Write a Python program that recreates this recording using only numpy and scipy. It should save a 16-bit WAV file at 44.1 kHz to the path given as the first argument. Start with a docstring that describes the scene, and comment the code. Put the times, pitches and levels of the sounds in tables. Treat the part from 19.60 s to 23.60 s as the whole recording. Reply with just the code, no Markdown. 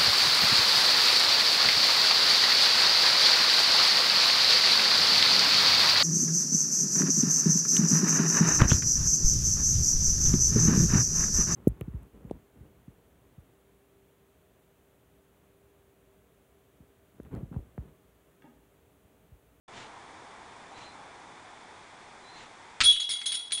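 """Far traffic hums over an open field at dusk, with a hiss of air, soft scuffs and two bird peeps.
Then a plastic disc cracks against the hanging chains of a steel basket. The impact excites the modes
of disc, pole and wire tray; the links collide in bursts and ring in their bending modes while the disc
drops into the tray. A limiter ducks the background at the hit."""
import sys
import numpy as np
from scipy import signal
from scipy.fft import rfft, irfft
from scipy.io import wavfile
from scipy.ndimage import uniform_filter1d, minimum_filter1d

SR = 44100
rng = np.random.default_rng(int(sys.argv[2]) if len(sys.argv) > 2 else 0)


def bounce(signal):
    """Save signal as a 16-bit WAV file at the path given by the first command-line argument."""
    frames = np.transpose(np.atleast_2d(signal))
    limited = np.clip(frames, -1, 1)
    pcm = np.round(limited * 32767).astype(np.int16)
    wavfile.write(sys.argv[1], SR, pcm)


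N = 176400
TIME = np.arange(N) / SR

# contacts of the disc: start_s, plastic_db, tray_db
DISC_CONTACTS = [(3.2051, 3, -49), (3.2099, 2, -47), (3.2124, 6, -53), (3.2179, -1.5, -55),
                 (3.2208, -2.5, -53), (3.2272, -20.5, -51), (3.2383, -10, -48), (3.2491, -15, -52),
                 (3.2518, -24, -50), (3.3619, -17, -43), (3.494, -23, -35.5), (3.616, -15, -37),
                 (3.659, -27, -49), (3.719, -21, -38.5), (3.737, -28, -43), (3.9085, -17.5, -41.5),
                 (3.921, -15, -51), (3.975, -16, -58)]
# bursts of colliding links: start_s, length_s, clatter_db, ring_db, shimmer_db, first_touch_db
CHAIN_CLASHES = [(3.235, 0.025, -12.5, -11.5, -10.5, 5), (3.278, .05, -27.5, -12.5, -23, -11),
                 (3.397, 0.014, -22.5, -19.5, -30, -20), (3.491, 0.029, -20.5, -21, -22.5, -18),
                 (3.505, 0.023, -21, -33, -24, -21), (3.658, 0.01, -18, -19.5, -19.5, 2),
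                 (3.718, 0.036, -21, -23, -20, -6), (3.9198, 0.0089, -23, -23.5, -14.5, 7.5),
                 (3.928, 0.025, -30.5, -27.5, -35, -20), (3.972, .03, -33, -22, -33, -36)]


def from_db(db):
    """Decibels to amplitude ratio."""
    return 10 ** (np.asarray(db) / 20)


def rms_one(x):
    """Normalisation to an rms of 1."""
    return x / np.sqrt(np.mean(x ** 2) + 1e-20)


def decay(t, t60):
    """Exponential damping: 1 until t = 0, then 60 dB down every t60."""
    return np.exp(-np.log(1000) * np.maximum(t, 0) / t60)


def noise(spectrum):
    """Spectral shaping of white noise, at an rms of 1."""
    hz, db = np.transpose(spectrum)
    bins_hz = np.maximum(np.arange(N // 2 + 1) * SR / N, 1)
    gain = from_db(np.interp(np.log(bins_hz), np.log(hz), db))
    return rms_one(irfft(rfft(rng.standard_normal(N)) * gain, N))


def drift(rate_hz):
    """Random modulation of rms 1, interpolated between rate_hz points a second."""
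    return rms_one(np.interp(TIME * rate_hz, np.arange(N), rng.standard_normal(N)))


def swell(start, length, skew):
    """Half-sine envelope; a skew under 1 makes it peak early."""
    return np.sin(np.pi * np.clip((TIME - start) / length, 0, 1) ** skew).clip(0)


def strike(times, levels_db):
    """Brief contacts idealised as impulses."""
    clicks = np.zeros(N)
    clicks[np.minimum(np.atleast_1d(times) * SR, N - 1).astype(int)] = from_db(levels_db)
    return clicks


def ring(clicks, hz, t60):
    """Damped resonator: a unit impulse starts a decaying sine of amplitude 1."""
    radius, angle = decay(1 / SR, t60), 2 * np.pi * hz / SR
    return signal.lfilter([0, np.sin(angle)], [1, -2 * radius * np.cos(angle), radius ** 2], clicks + 1e-18)


def dense_ring(clicks, spectrum, t60):
    """High modal overlap: the impulse response is decaying noise of unit energy."""
    response = (noise(spectrum) * decay(TIME, t60))[:SR // 4]
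    return signal.oaconvolve(clicks, response / np.linalg.norm(response))[:N]


def struck_modes(times, levels_db, modes):
    """Modal superposition: each blow excites every mode with a random phase and a scattered level."""
    out = 0
    for hz, mode_db, t60 in modes:
        onsets = times + rng.random(len(times)) / hz
        clicks = strike(onsets, levels_db + mode_db + rng.normal(0, 1.3, len(times)))
        out += ring(clicks, hz, t60)
    return out


def traffic():
    """Incoherent addition: far vehicles merge into a dull noise of slowly varying level."""
    # loudness contour: time_s, level_db
    contour = [(0, -50), (1.0, -50.5), (1.5, -49.5), (2.0, -52.5), (2.6, -52.5), (3.2, -53.5), (4, -48.5)]
    # traffic hum: frequency_hz, density_db
    spectrum = [(25, -24.5), (80, -7), (200, -8.5), (380, -4), (580, -7.5), (720, -0.5), (900, 2),
                (1300, -7), (2400, -19), (4000, -34.5)]
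    level_db = np.interp(TIME, *np.transpose(contour)) + 0.2 * drift(9.4)
    return from_db(level_db) * noise(spectrum)


def air():
    """Stationary broadband noise: the even hiss of open air."""
    # hiss: frequency_hz, density_db
    spectrum = [(100, -4), (1000, -0.5), (1900, 2.5), (2350, 1), (2700, -6.5), (3100, -6), (3550, 0),
                (3850, -7), (4500, -8.5), (7300, -11), (10000, -16.5)]
    return from_db(-54) * noise(spectrum)


def scuffs():
    """Friction noise in soft swells, roughened by amplitude modulation."""
    # scuffs: start_s, length_s, level_db
    strokes = [(0.122, 0.18, -48), (1.153, .16, -51), (2.738, 0.16, -51)]
    # rubbing noise: frequency_hz, density_db
    spectrum = [(200, 1.5), (900, -3.5), (1800, -1.5), (2800, -1), (4200, -6), (5200, -11.5), (7200, -11),
                (9500, -28.5)]
    envelope = sum(from_db(db) * swell(start, length, skew=.7) for start, length, db in strokes)
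    return envelope * noise(spectrum) * from_db(0.97 * drift(120))


def bird():
    """Frequency and amplitude modulation of a pure tone: thin peeps scoop up to pitch and waver."""
    # calls: start_s, length_s, level_db
    peeps = [(1.123, 0.22, -56), (2.631, 0.18, -53.5)]
    pitch_hz, scoop_hz, scoop_s, waver_hz = 4090, 244.3, 0.0484, 75.6
    out = 0
    for start, length, db in peeps:
        scoop = scoop_hz * np.exp(-np.maximum(TIME - start, 0) / scoop_s)
        hz = pitch_hz - scoop + waver_hz * drift(250)
        envelope = from_db(db + 3.1 * drift(70)) * swell(start, length, skew=0.84) ** .5
        out += envelope * np.sin(2 * np.pi * np.cumsum(hz) / SR)
    return out


def disc_impacts():
    """Impulse excitation: each contact gives a band-limited crack and a short, dense plastic ring."""
    # struck plastic: frequency_hz, density_db
    spectrum = [(100, -16), (550, -16.5), (1100, -8), (1700, 4), (3600, 6), (5000, 3), (6500, -4),
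                (8700, -7), (9400, -25), (10500, -21)]
    times, levels_db, _ = np.transpose(DISC_CONTACTS)
    crack_band = signal.butter(2, [1090, 4100], "band", fs=SR, output="sos")
    crack = signal.sosfilt(crack_band, strike(times, levels_db))
    slap = sum(dense_ring(strike(t, db), spectrum, t60=0.063) for t, db in zip(times, levels_db))
    return from_db(13.5) * crack + from_db(9.5) * slap


def pole_shudder():
    """Free vibration: the first blow leaves the pole shuddering at low frequencies."""
    # jolted pole: frequency_hz, density_db
    spectrum = [(20, 5.5), (45, -0.5), (75, 3.5), (120, -7.5), (170, -10), (300, -19), (700, -30)]
    start, db, _ = DISC_CONTACTS[0]
    return from_db(1) * dense_ring(strike(start, db), spectrum, t60=.36)


def disc_tones():
    """Heavy damping: the disc's distinct modes die soon after each contact."""
    # plastic disc: pitch_hz, level_db, t60_s
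    modes = [(270, -36.5, 0.058), (1326, -27, 0.09), (1657, -22.5, 0.044), (1836, -34, 0.071),
             (2550, -26, 0.079), (2620, -33, 0.15), (3070, -26, 0.077), (3540, -36, 0.082),
             (4470, -36, .07), (5310, -32, .08), (6060, -36, .08)]
    times, plastic_db, _ = np.transpose(DISC_CONTACTS)
    return struck_modes(times, plastic_db, modes)


def wire_tray():
    """Light damping: each contact of the disc shakes the steel tray, whose modes ring on."""
    # wire tray: pitch_hz, level_db, t60_s
    modes = [(255, -19.5, 1), (280, -24, .6), (420, -18.5, 0.78), (880, -21, 0.44), (1365, -11.5, 0.42),
             (1994, -7, 0.66), (2120, -4, 0.26), (2146, -5.5, 0.9), (2227, -6, .2)]
    times, _, tray_db = np.transpose(DISC_CONTACTS)
    return struck_modes(times, tray_db, modes)


def agitation(levels_db):
    """How hard the links meet: each clash holds, drops and settles, and the clashes add in power."""
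    settle_db, settle_t60_s = -7.5, 0.41
    power = 0
    for (start, length, *_), db in zip(CHAIN_CLASHES, levels_db):
        after = TIME - start - length
        envelope = np.where(after < 0, 1, from_db(settle_db) * decay(after, settle_t60_s))
        power += (from_db(db) * (TIME >= start) * envelope) ** 2
    return np.sqrt(power)


def link_tones(modes, levels_db):
    """Energy balance: modes gain energy in each clash and lose it to damping; jostling shifts their phase."""
    spread_db, phase_kick_rad = 1.5, 0.0287
    out, jostle = 0, agitation(np.zeros(len(CHAIN_CLASHES)))
    for hz, mode_db, t60 in modes:
        feed = 0
        for (start, length, *_), db in zip(CHAIN_CLASHES, levels_db):
            during = (TIME >= start) & (TIME < start + length)
            feed += from_db(db + mode_db + rng.normal(0, spread_db)) ** 2 * during / (length * SR)
        energy = signal.lfilter([1], [1, -decay(2 / SR, t60)], feed)
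        phase = np.cumsum(phase_kick_rad * jostle * rng.standard_normal(N))
        out += np.sqrt(energy) * np.sin(2 * np.pi * (hz * TIME + rng.random()) + phase)
    return out


def chains(links=60, tick_groups=10, touches_per_s=1000, spread_db=5):
    """Collisions as a Poisson process: each touch ticks and rings one link, beside the clear bending tones."""
    # clearest first and second bending modes of the links: pitch_hz, level_db, t60_s
    first_bending = [(3309, -3.5, .75), (3349, 2, .65), (3443, -8, .4), (3619, -14, .6), (3902, -9, .5),
                     (4371, -18, .3), (4770, -22, .3)]
    second_bending = [(9431, -2, .25), (9536, -5, .25), (9658, -10, .2), (9844, -13, .2)]
    # tick of link against link: frequency_hz, density_db
    tick_spectrum = [(150, -30.5), (600, -34), (1300, -7.5), (2200, 1.5), (2700, -1.5), (3200, 8.5),
                     (4000, 15), (4800, 3), (6300, -11), (7300, -2), (8500, -3), (10000, -8)]
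    # ring, clatter and shimmer modes of the other links: centre_hz, scatter_hz, t60_s, level_db
    link_modes = [(3210, 300, 0.54, -14.5), (4990, 1200, 0.082, -6.5), (9427, 247, 0.099, -5.5)]
    tick_t60_s = 0.039
    starts, _, clatter_db, ring_db, shimmer_db, first_touch_db = np.transpose(CHAIN_CLASHES)
    sizes = from_db(spread_db * np.clip(rng.standard_normal(N), -2, 2)) * rng.choice([-1, 1], N)
    touches = rms_one(sizes * (rng.random(N) < touches_per_s / SR))
    struck_link = rng.integers(0, links, N)
    clatter = agitation(clatter_db)
    out = link_tones(first_bending, ring_db) + link_tones(second_bending, shimmer_db)
    out += dense_ring(strike(starts, first_touch_db), tick_spectrum, tick_t60_s)
    for group in range(tick_groups):
        ticks = touches * clatter * (struck_link % tick_groups == group)
        out += from_db(-4) * dense_ring(ticks, tick_spectrum, tick_t60_s)
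    forces = agitation(ring_db), clatter, agitation(shimmer_db)
    for force, (hz, scatter_hz, t60, db) in zip(forces, link_modes):
        unit_energy_gain = np.sqrt(2 * (1 - decay(2 / SR, t60)))
        blows = touches * force * from_db(db) * unit_energy_gain
        for link, offset in enumerate(rng.standard_normal(links)):
            out += ring(blows * (struck_link == link), hz + offset * scatter_hz, t60)
    return out


def singing_link():
    """Single-mode resonance: a squarely struck link swells and sings until its neighbours damp it."""
    start_s, pitch_hz, rise_s, hold_s = 3.249, 3351, .036, .024
    t = TIME - start_s
    envelope = np.clip(t / rise_s, 0, 1) * decay(t - rise_s - hold_s, t60=.16)
    return from_db(0.5) * envelope * np.sin(2 * np.pi * pitch_hz * t)


def scene():
    """Superposition of all sources at one point near the basket."""
    background = traffic() + scuffs() + air() + bird()
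    impacts = disc_impacts() + pole_shudder() + disc_tones() + wire_tray()
    return (background + impacts + chains() + singing_link())[None]


def record(dry):
    """Peak limiting: gain drops at the hit and recovers slowly; clipping and a low-pass follow."""
    silence_s, fade_s, cutoff_hz = 0.0787, 0.0045, 10050
    ceiling_db, max_duck_db, release_db_per_s = -7.5, 12, 1
    x = dry[0] * np.clip((TIME - silence_s) / fade_s, 0, 1)
    over_db = np.clip(20 * np.log10(np.abs(x) + 1e-9) - ceiling_db, 0, max_duck_db)
    release_db = release_db_per_s * TIME
    held_db = np.maximum.accumulate(over_db + release_db) - release_db
    gain_db = uniform_filter1d(minimum_filter1d(-held_db, size=65), size=65)  # smooth look-ahead
    ceiling = from_db(ceiling_db)
    limited = np.clip(x * from_db(gain_db), -ceiling, ceiling)
    low_pass = signal.ellip(12, .2, 70, cutoff_hz, fs=SR, output="sos")
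    return signal.sosfilt(low_pass, limited)[None]


dry = scene()
out = record(dry)
bounce(out)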